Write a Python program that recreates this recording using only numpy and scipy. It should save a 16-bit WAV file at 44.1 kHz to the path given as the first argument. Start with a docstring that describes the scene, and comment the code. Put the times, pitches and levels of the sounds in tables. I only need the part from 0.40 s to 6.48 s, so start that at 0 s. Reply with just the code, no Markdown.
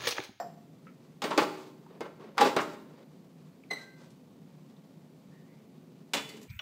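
"""Portafilter and glasses

A portafilter is knocked into the group head of an espresso machine, seated and twisted until it squeaks
tight; then glasses land on the steel drip tray. A low hum fills the hard-walled kitchen.
Blows ring tuned modes and shaped noise, slides are trains of tiny slips, squeaks are gliding harmonics.
Basket, taps and hum are filtered noise; decaying noise gives the room."""
import sys
import numpy as np
from scipy import signal
from scipy.io import wavfile
from scipy.ndimage import uniform_filter1d

SR = 44100
rng = np.random.default_rng(int(sys.argv[2]) if len(sys.argv) > 2 else 0)


def put_to_file(sound):
    """Save the sound as 16-bit audio at rate SR, in the file named by the first command-line argument."""
    columns = np.atleast_2d(sound).T  # one column per channel
    safe = np.clip(columns, -1, 1)
    whole_steps = np.round(safe * 32767)
    wavfile.write(sys.argv[1], SR, whole_steps.astype(np.int16))


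N = 268216
TIME = np.arange(N) / SR
EDGES_HZ = np.geomspace(28, 17000, 27)
CENTRES_HZ = np.sqrt(EDGES_HZ[1:] * EDGES_HZ[:-1])


def from_db(db):
    """Decibels to gain."""
    return 10 ** (np.asarray(db) / 20)


def rms_one(x):
    """Scale to rms 1."""
    return x / np.sqrt(np.mean(x ** 2) + 1e-20)


def at_hz(points, hz):
    """Read a table on a log-frequency axis."""
    points = np.array(points)
    return np.interp(np.log(hz), np.log(points[:, 0]), points[:, 1])


def band_pass(x, edges_hz):
    """Keep what lies between two frequencies."""
    return signal.sosfilt(signal.butter(2, edges_hz, "band", fs=SR, output="sos"), x)


def split(sources):
    """Bands of about a third octave, each rms 1, dealt in turn from two sources."""
    return [rms_one(band_pass(sources[k % 2], EDGES_HZ[k:k + 2])) for k in range(len(CENTRES_HZ))]


def shares(spectrum):
    """Band gains of a spectrum, with total power 1."""
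    gains = from_db(at_hz(spectrum, CENTRES_HZ)) * np.sqrt(np.diff(EDGES_HZ))
    return gains / np.linalg.norm(gains)


def tone_db(hz, bass_db, treble_db_per_oct):
    """Heavy contacts lift the bass; hardness tilts the treble."""
    bass = bass_db / (1 + (hz / 550) ** 4)
    treble = treble_db_per_oct * np.log2(1 + (hz / 1700) ** 2) / 2
    return bass + treble


def narrow_noise(hz, width_hz):
    """Noise through one resonance, rms 1."""
    edges_hz = hz * np.exp(np.array([-.5, .5]) * width_hz / hz)
    settled = band_pass(rng.standard_normal(SR + N), edges_hz)[SR:]
    return rms_one(settled)


def dying(start_s, level_db, t60_s):
    """A sudden start and an exponential decay, floored 120 dB down."""
    return (TIME >= start_s) * from_db(level_db - 60 * np.clip((TIME - start_s) / t60_s, 0, 2))


def stroke(start_s, length_s, attack_s, release_t60_s):
    """Pressure builds, holds until the end of the stroke and is let go."""
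    rise = np.clip((TIME - start_s) / attack_s, 0, 1) ** 2
    release_db = -60 * np.clip((TIME - start_s - length_s) / release_t60_s, 0, 3)
    return rise * from_db(release_db)


def clicks(times_s, heights):
    """One impulse for each contact."""
    out = np.full(N, 1e-18)
    places = np.clip(np.round(np.asarray(times_s) * SR).astype(int), 0, N - 1)
    np.add.at(out, places, heights)
    return out


def with_rebounds(rows, gap_s, loss_db, bass_gain_db):
    """Columns of all contacts: each blow, then its evenly spaced, ever weaker rebounds."""
    contacts = []
    for start_s, level_db, bass_db, *colour, rebounds in rows:
        for k in range(1 + max(round(rebounds), 0)):
            contacts.append((start_s + k * gap_s, level_db - k * loss_db, bass_db + k * bass_gain_db, *colour))
    return np.transpose(contacts)


def ring(force, hz, t60_s):
    """A unit click rings a decaying cosine; the difference of force keeps slow motion quiet."""
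    r = from_db(-60 / (t60_s * SR))
    w = 2 * np.pi * hz / SR
    return signal.lfilter([1, -1], [1, -2 * r * np.cos(w), r * r], force)


def strike(times_s, level_db, treble_db_per_oct, modes, spread_db):
    """Each blow excites every mode by a chance amount; its treble tilt favours or spares the high ones."""
    chance_db = spread_db * rng.standard_normal((len(times_s), len(modes)))
    out = np.zeros(N)
    for k, (hz, mode_db, t60_s) in enumerate(modes):
        heights = from_db(level_db + mode_db + tone_db(hz, 0, treble_db_per_oct) + chance_db[:, k])
        out += (-1) ** k * ring(clicks(times_s, heights), hz, t60_s)
    return out


def overtones(low_hz, high_hz, level_db, slope_db_per_oct, t60_s, count):
    """The many higher modes of a steel sheet, scattered in pitch, with levels on a slope."""
    place = (np.arange(count) + rng.random(count)) / count
    modes_hz = low_hz * (high_hz / low_hz) ** place
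    return [(hz, level_db + slope_db_per_oct * np.log2(hz / low_hz), t60_s) for hz in modes_hz]


def clatter(times_s, level_db, bass_db, treble_db_per_oct, spectrum, decay):
    """Crowded modes merge into a crash of noise that dies away band by band."""
    out = np.zeros(N)
    bands = split(rng.standard_normal((2, N)))
    for hz, gain, band in zip(CENTRES_HZ, shares(spectrum), bands):
        energy = clicks(times_s, from_db(level_db + tone_db(hz, bass_db, treble_db_per_oct)) ** 2)
        keep = from_db(-120 / (at_hz(decay, hz) * SR))  # 120: this is energy
        out += gain * band * np.sqrt(signal.lfilter([1], [1, -keep], energy))
    return out


def rubbing(rows, attack_s, release_t60_s, rest_db, rest_tone_db):
    """Level and tone of a series of strokes at every sample; the strongest stroke dominates the tone."""
    powers, tones_db = [from_db(rest_db) ** 2], [rest_tone_db]
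    for start_s, length_s, level_db, stroke_tone_db in rows:
        powers.append((from_db(level_db) * stroke(start_s, length_s, attack_s, release_t60_s)) ** 2)
        tones_db.append(stroke_tone_db)
    total = sum(powers)
    return 10 * np.log10(total), sum(power * tone for power, tone in zip(powers, tones_db)) / total


def scrape(level_db, bass_db, treble_db_per_oct, spectrum, slips_per_s, uneven_db):
    """Tiny slips of uneven size, each a short burst through the body's colour."""
    sizes = from_db(uneven_db * np.minimum(rng.exponential(1, N), 4))
    slips = (rng.random(N) < slips_per_s / SR) * sizes
    keep = np.exp(-1 / (0.0078 * SR))  # energy time constant 7.8 ms
    grip = np.sqrt(signal.lfilter([1], [1, -keep], slips ** 2 + 1e-18))
    bands = split(grip * rng.standard_normal((2, N)))
    out = np.zeros(N)
    for hz, gain, band in zip(CENTRES_HZ, shares(spectrum), bands):
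        out += gain * band * from_db(level_db + tone_db(hz, bass_db, treble_db_per_oct))
    return out


# Spectrum of the hum. Each row: frequency in Hz, relative density in dB per Hz.
HUM_SPECTRUM = [(18, -85), (30, -59), (64, -14.5), (102, -13), (126, -2), (152, -2), (270, 1), (324, -20.5),
                (359, -9.5), (389, -10.5), (639, -17), (1550, -38), (1870, -31.5), (2690, -34.5),
                (15500, -45)]
# Resonances in the hum. Each row: frequency in Hz, width in Hz, level in dB.
HUM_RESONANCES = [(154.8, 16.8, -59.5), (184, 8.2, -65), (216.4, 4, -66.5), (268, 17, -65.5),
                  (361.6, 3.5, -72)]


def hum():
    """Low, noisy hum with a few wavering resonances and a faint hiss above it."""
    bands = split(rng.standard_normal((2, N)))
    bed = sum(gain * band for gain, band in zip(shares(HUM_SPECTRUM), bands))
    peaks = sum(from_db(level_db) * narrow_noise(hz, width_hz) for hz, width_hz, level_db in HUM_RESONANCES)
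    return from_db(-56) * bed + peaks + hiss(level_db=-79.5, low_hz=12800)


def hiss(level_db, low_hz):
    """Faint high-passed noise at the very top."""
    high_pass = signal.butter(2, low_hz, "high", fs=SR, output="sos")
    return from_db(level_db) * rms_one(signal.sosfilt(high_pass, rng.standard_normal(N)))


# Basket resonances. Each row: frequency in Hz, width in Hz, level in dB, t60 in s.
BASKET_RESONANCES = [(697, 31.6, -30.5, 0.22), (570, 470, -39, 0.27), (926, 280, -57, 0.16),
                     (1086, 64, -47.5, 0.22), (1410, 200, -50, 0.14), (1790, 170, -56, 0.15),
                     (5200, 1100, -52, 0.18), (7460, 200, -55.5, 0.24), (11440, 350, -68, 0.25),
                     (14500, 700, -61, 0.16)]


def basket():
    """The loose filter basket rings roughly as the portafilter is lifted: narrow noises dying from time 0."""
    return sum(narrow_noise(hz, width_hz) * dying(0, level_db, t60_s)
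               for hz, width_hz, level_db, t60_s in BASKET_RESONANCES)


# Taps, thuds and pings of handle, lugs and glass.
# Each row: start in s, level in dB, centre in Hz, width in octaves, t60 in s.
TOUCHES = [(.469, -48.5, 1343, 0.12, 0.098), (0.468, -58, 2140, 0.52, 0.16), (1.464, -51, 980, 0.45, 0.064),
           (1.609, -48.5, 2130, 0.05, 0.16), (3.2367, -58.5, 2380, 0.27, 0.037),
           (3.311, -37, 404, 0.73, 0.14), (3.308, -40.5, 730, 0.43, 0.17), (3.632, -67, 2980, 2.6, 0.1),
           (3.704, -63, 4050, 2.1, 0.12), (4.2877, -68.5, 2500, 2.4, 0.12),
           (4.366, -63.5, 3700, 0.23, 0.055), (5.892, -52, 2090, 0.074, 0.18),
           (5.891, -55, 4500, 0.11, 0.23), (5.935, -73, 2920, .15, 0.18), (5.944, -50.5, 429, 0.14, 0.53)]


def taps():
    """Small touches, each a dying narrow noise in its own register."""
    return sum(narrow_noise(hz, hz * octaves * np.log(2)) * dying(start_s, level_db, t60_s)
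               for start_s, level_db, hz, octaves, t60_s in TOUCHES)


# Portafilter against group head. Each row: start in s, relative level in dB, bass in dB,
# treble in dB per octave, housing ring in dB, portafilter ring in dB, rebounds as a count.
KNOCK_BLOWS = [(.8195, -25, -25, 2.5, -6.5, -0.5, 0), (.8395, -26, 5.5, 3, 3, -27, 0),
               (.9065, -29.5, -17, 0.5, -15, -4, 0), (.911, -17.5, -16, -8, -8.5, 2, 0),
               (.977, -13, -1, 1, -3.5, -1, 1), (1.018, -25.5, 4, -7, -15, 11, 0),
               (1.607, -32.5, 7, 0, -1.5, -16, 0), (1.9735, -34, -2, -6, -6, -8, 0),
               (1.980, -12, -27, -2.5, -16, -2, 0), (2.009, -18, -6, 2.5, -22, -32, 0),
               (2.013, -22.5, 5, 3, 1, 11.5, 1), (2.048, -19.5, 2, -1.5, -3.5, -17, 0),
               (2.165, -15.5, -1.5, -1.5, -4, -17, 0), (2.187, -11.5, -45, -11, -21, -20, 0),
               (3.31, -38, -18, 3.5, 1.5, -18, 0)]
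# Modes of housing and portafilter. Each row: frequency in Hz, relative level in dB, t60 in s.
HOUSING_MODES = [(193, -16, .6), (249, -13, .7), (307, -10, .7), (352, -12, .5), (378, -10.5, 1.0),
                 (420, -10, .8), (440, -6, .35), (472, -7, .2), (553, -10, .3), (592, -9, .6),
                 (651, -12, .4), (732, -15, .26), (819, -11, .6), (851, -17, .45), (910, -16, .8),
                 (1055, -14, .8), (1088, -10, .35), (1244, -15, .4), (1343, -12, .4), (1376, -18, .6),
                 (1493, -13, .4), (1557, -18, .45), (1891, -18, .4), (1949, -21, .4), (2010, -19, .4),
                 (2191, -17, .45), (2331, -21, .55), (2525, -21, .55), (2900, -20, .4), (4522, -20, .35)]
HOLDER_MODES = [(820, 1, .17), (1005, -12, .15), (1157, -10, .18), (1374, -13, .22), (2649, -17, .22),
                (3463, -20, .2), (3900, -20, .1)]
# Crash and slide spectrum. Each row: frequency in Hz, relative density in dB per Hz.
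STEEL_SPECTRUM = [(40, -42), (90, -45.5), (160, -10.5), (300, 2.5), (480, 6.5), (700, -3), (1000, -1),
                  (1600, -9), (2800, -12.5), (4400, -15), (5500, -19.5), (8000, -23.5), (10500, -42),
                  (15000, -39.5)]
# Crash decay. Each row: frequency in Hz, t60 in s.
STEEL_T60 = [(100, 0.32), (400, 0.08), (1000, 0.17), (3000, 0.14), (8000, 0.046), (15000, 0.3)]
# Metal sliding in the group head. Each row: start in s, length in s, level in dB, treble in dB per octave.
SLIDE_STROKES = [(.9, 0.15, -40.5, -0.5), (.97, 0.066, -37, 3.5), (1.08, 0.19, -56, 3.5),
                 (1.48, 0.1, -57, -4), (1.63, 0.028, -43, -7), (1.775, 0.12, -51.5, -3.5),
                 (1.93, .04, -54.5, -3.5), (1.98, 0.097, -28, 0.5), (2.185, 0.022, -42.5, 7.5),
                 (2.25, 0.089, -58, 5), (2.45, 0.18, -60, -1.5), (3.35, 0.083, -59.5, 6),
                 (3.56, 0.095, -63.5, 4)]
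CRASH_DB, HOUSING_DB, HOLDER_DB = -3, -11, -13


def portafilter():
    """Knocks ring the heavy brass holder and the steel housing; lugs slide over a faint steady rustle."""
    start_s, level_db, bass_db, treble_db, housing_db, holder_db = with_rebounds(
        KNOCK_BLOWS, gap_s=.0061, loss_db=10.5, bass_gain_db=1)
    crash = clatter(start_s, level_db, bass_db, treble_db, STEEL_SPECTRUM, STEEL_T60)
    panels = HOUSING_MODES + overtones(
        low_hz=1423, high_hz=8980, level_db=-17.5, slope_db_per_oct=-5.5, t60_s=0.3, count=30)
    housing = strike(start_s, level_db + housing_db, treble_db, panels, spread_db=1.0)
    holder = strike(start_s, level_db + holder_db, treble_db, HOLDER_MODES, spread_db=5.5)
    slide_db, slide_treble_db = rubbing(
        SLIDE_STROKES, attack_s=0.026, release_t60_s=0.16, rest_db=-68.5, rest_tone_db=3)
    lugs = scrape(slide_db, 3.7, slide_treble_db, STEEL_SPECTRUM, slips_per_s=500, uneven_db=2.5)
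    return from_db(CRASH_DB) * crash + from_db(HOUSING_DB) * housing + from_db(HOLDER_DB) * holder + lugs


# The gasket slips twice, creeps tight and whines; later a finger rubs twice on a glass.
# Each row: start in s, length in s, release t60 in s, level in dB, pitch in Hz, glide in Hz per s,
# pitch jitter as a share, brightness in dB per octave.
SQUEAK_STROKES = [(3.3, 0.015, 0.052, -29.5, 2069, -1200, .018, -2),
                  (3.323, .011, 0.061, -33, 2070, -1800, 0.023, 0.5),
                  (3.34, 0.032, 0.31, -48.5, 2040, -200, .032, -1.5),
                  (3.386, 0.055, 0.65, -58, 1580, -110, 0.0038, -27),
                  (4.91, 0.077, 0.37, -70.5, 1830, 2, 0.063, -18),
                  (5.07, 0.052, .7, -72.5, 2030, 1196, 0.065, -20)]
# Each row: multiple of the pitch, relative level in dB before brightness.
HARMONICS = [(1, 2.5), (2, -2), (3, -12.5), (4, -17), (5, -26), (6, -27), (7, -26)]


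def squeak(start_s, length_s, release_t60_s, level_db, hz, glide_hz_per_s, jitter, bright_db_per_oct):
    """Rubber or skin sticks and slips at an unsteady, gliding pitch; sharper slips are richer in harmonics."""
    waver = rms_one(uniform_filter1d(rng.standard_normal(N), size=130))
    pitch_hz = hz + glide_hz_per_s * np.clip(TIME - start_s, 0, length_s + release_t60_s)
    phase = 2 * np.pi * np.cumsum(pitch_hz * (1 + jitter * waver)) / SR
    tone = np.zeros(N)
    for k, harmonic_db in HARMONICS:
        tone += from_db(harmonic_db + bright_db_per_oct * np.log2(k)) * np.sin(round(k) * phase)
    pressure = stroke(start_s, length_s, 0.013, release_t60_s)
    return from_db(level_db) * pressure * rms_one(tone)


# Glass on the drip tray. Each row: start in s, level in dB, bass in dB, treble in dB per octave,
# relative ring in dB, rebounds as a count (rounded, none below 0).
GLASS_LANDINGS = [(5.7348, -22.5, -9, -1.5, 0, 3.5), (5.890, -50, -2, 3, -2, 0),
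                  (5.968, -55.5, 16, 1, -6, 1), (6.0147, -60.5, 7, 4, 0, -1),
                  (6.028, -59, 0, 4.5, -5, -1.5)]
# Modes of the tray. Each row: frequency in Hz, relative level in dB, t60 in s.
TRAY_MODES = [(281, -5, 0.42), (442, -9, 1), (569.5, -11, 0.34), (851, -18, 0.21), (1090, -19, 0.28),
              (1730, -6.5, 0.29), (1850, -21, .24), (2120, -20, .26), (2460, -15, .2), (2660, -20, 0.16),
              (2800, -20, 0.37), (2970, -11, .4), (3463, -5, 0.5), (4021, -12, 0.38), (6600, -24, .2),
              (8070, -12, .2)]
# Crash and nudge spectrum. Each row: frequency in Hz, relative density in dB per Hz.
GLASS_SPECTRUM = [(40, -62), (120, -11.5), (300, 5.5), (700, 1), (1200, -4), (1900, -0.5), (2700, 4.5),
                  (3500, 0), (5000, -3.5), (8000, -4), (10500, -20), (15000, -14)]
# Crash decay. Each row: frequency in Hz, t60 in s.
GLASS_T60 = [(100, 0.97), (400, 0.049), (1000, 0.22), (3000, 0.075), (8000, 0.088), (15000, 0.073)]
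# Glasses pushed over the tray. Each row: start in s, length in s, level in dB, bass in dB.
SHUFFLE_STROKES = [(5.762, 0.018, -31, -7), (5.81, 0.14, -54.5, 11), (5.93, 0.044, -59, -6)]
TRAY_DB = -12


def glasses():
    """Glass bases land rim by rim on the tray, ringing it, and are nudged into place."""
    # rebounds get heavier as more of the base comes down
    start_s, level_db, bass_db, treble_db, ring_db = with_rebounds(
        GLASS_LANDINGS, gap_s=0.0051, loss_db=3.7, bass_gain_db=3.5)
    crash = clatter(start_s, level_db, bass_db, treble_db, GLASS_SPECTRUM, GLASS_T60)
    sheet = TRAY_MODES + overtones(
        low_hz=2260, high_hz=12000, level_db=-18, slope_db_per_oct=1, t60_s=0.13, count=20)
    tray = from_db(TRAY_DB) * strike(start_s, level_db + ring_db, treble_db, sheet, spread_db=2)
    shuffle_db, shuffle_bass_db = rubbing(
        SHUFFLE_STROKES, attack_s=0.0081, release_t60_s=0.19, rest_db=-100, rest_tone_db=0)
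    nudges = scrape(shuffle_db, shuffle_bass_db, -4.5, GLASS_SPECTRUM, slips_per_s=300, uneven_db=1.5)
    return crash + tray + nudges


# Decay of the room. Each row: frequency in Hz, t60 in s.
ROOM_T60 = [(100, 1), (400, 0.56), (1000, 0.55), (3000, 0.6), (8000, 0.62), (15000, 0.94)]
ROOM_DB, ROOM_BUILD_S = -10, 0.0017


def kitchen(x):
    """Diffuse reflections off hard walls build up and die away, each band at its own rate."""
    t = TIME[:SR]
    bands = split(rng.standard_normal((2, SR)))
    weights = np.sqrt(np.diff(EDGES_HZ) / (SR / 2))
    tail = np.zeros(SR)
    for hz, weight, band in zip(CENTRES_HZ, weights, bands):
        tail += weight * band * from_db(-60 * t / at_hz(ROOM_T60, hz))
    tail *= 1 - np.exp(-(t / ROOM_BUILD_S) ** 2)
    return from_db(ROOM_DB) * signal.fftconvolve(x, tail / np.linalg.norm(tail))[:N]


def scene():
    """All the handling, its reflections and the hum."""
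    squeaks = sum(squeak(*row) for row in SQUEAK_STROKES)
    handling = basket() + taps() + portafilter() + squeaks + glasses()
    return (handling + kitchen(handling) + hum())[None]


MIC_LOW_CUT_HZ, CUTOFF_HZ = 107, 15600


def record(dry):
    """A small microphone thins the bass; the top is cut steeply."""
    thin = signal.sosfilt(signal.butter(2, MIC_LOW_CUT_HZ, "high", fs=SR, output="sos"), dry)
    return signal.sosfilt(signal.ellip(12, .1, 80, CUTOFF_HZ, fs=SR, output="sos"), thin)


dry = scene()
out = record(dry)
put_to_file(out)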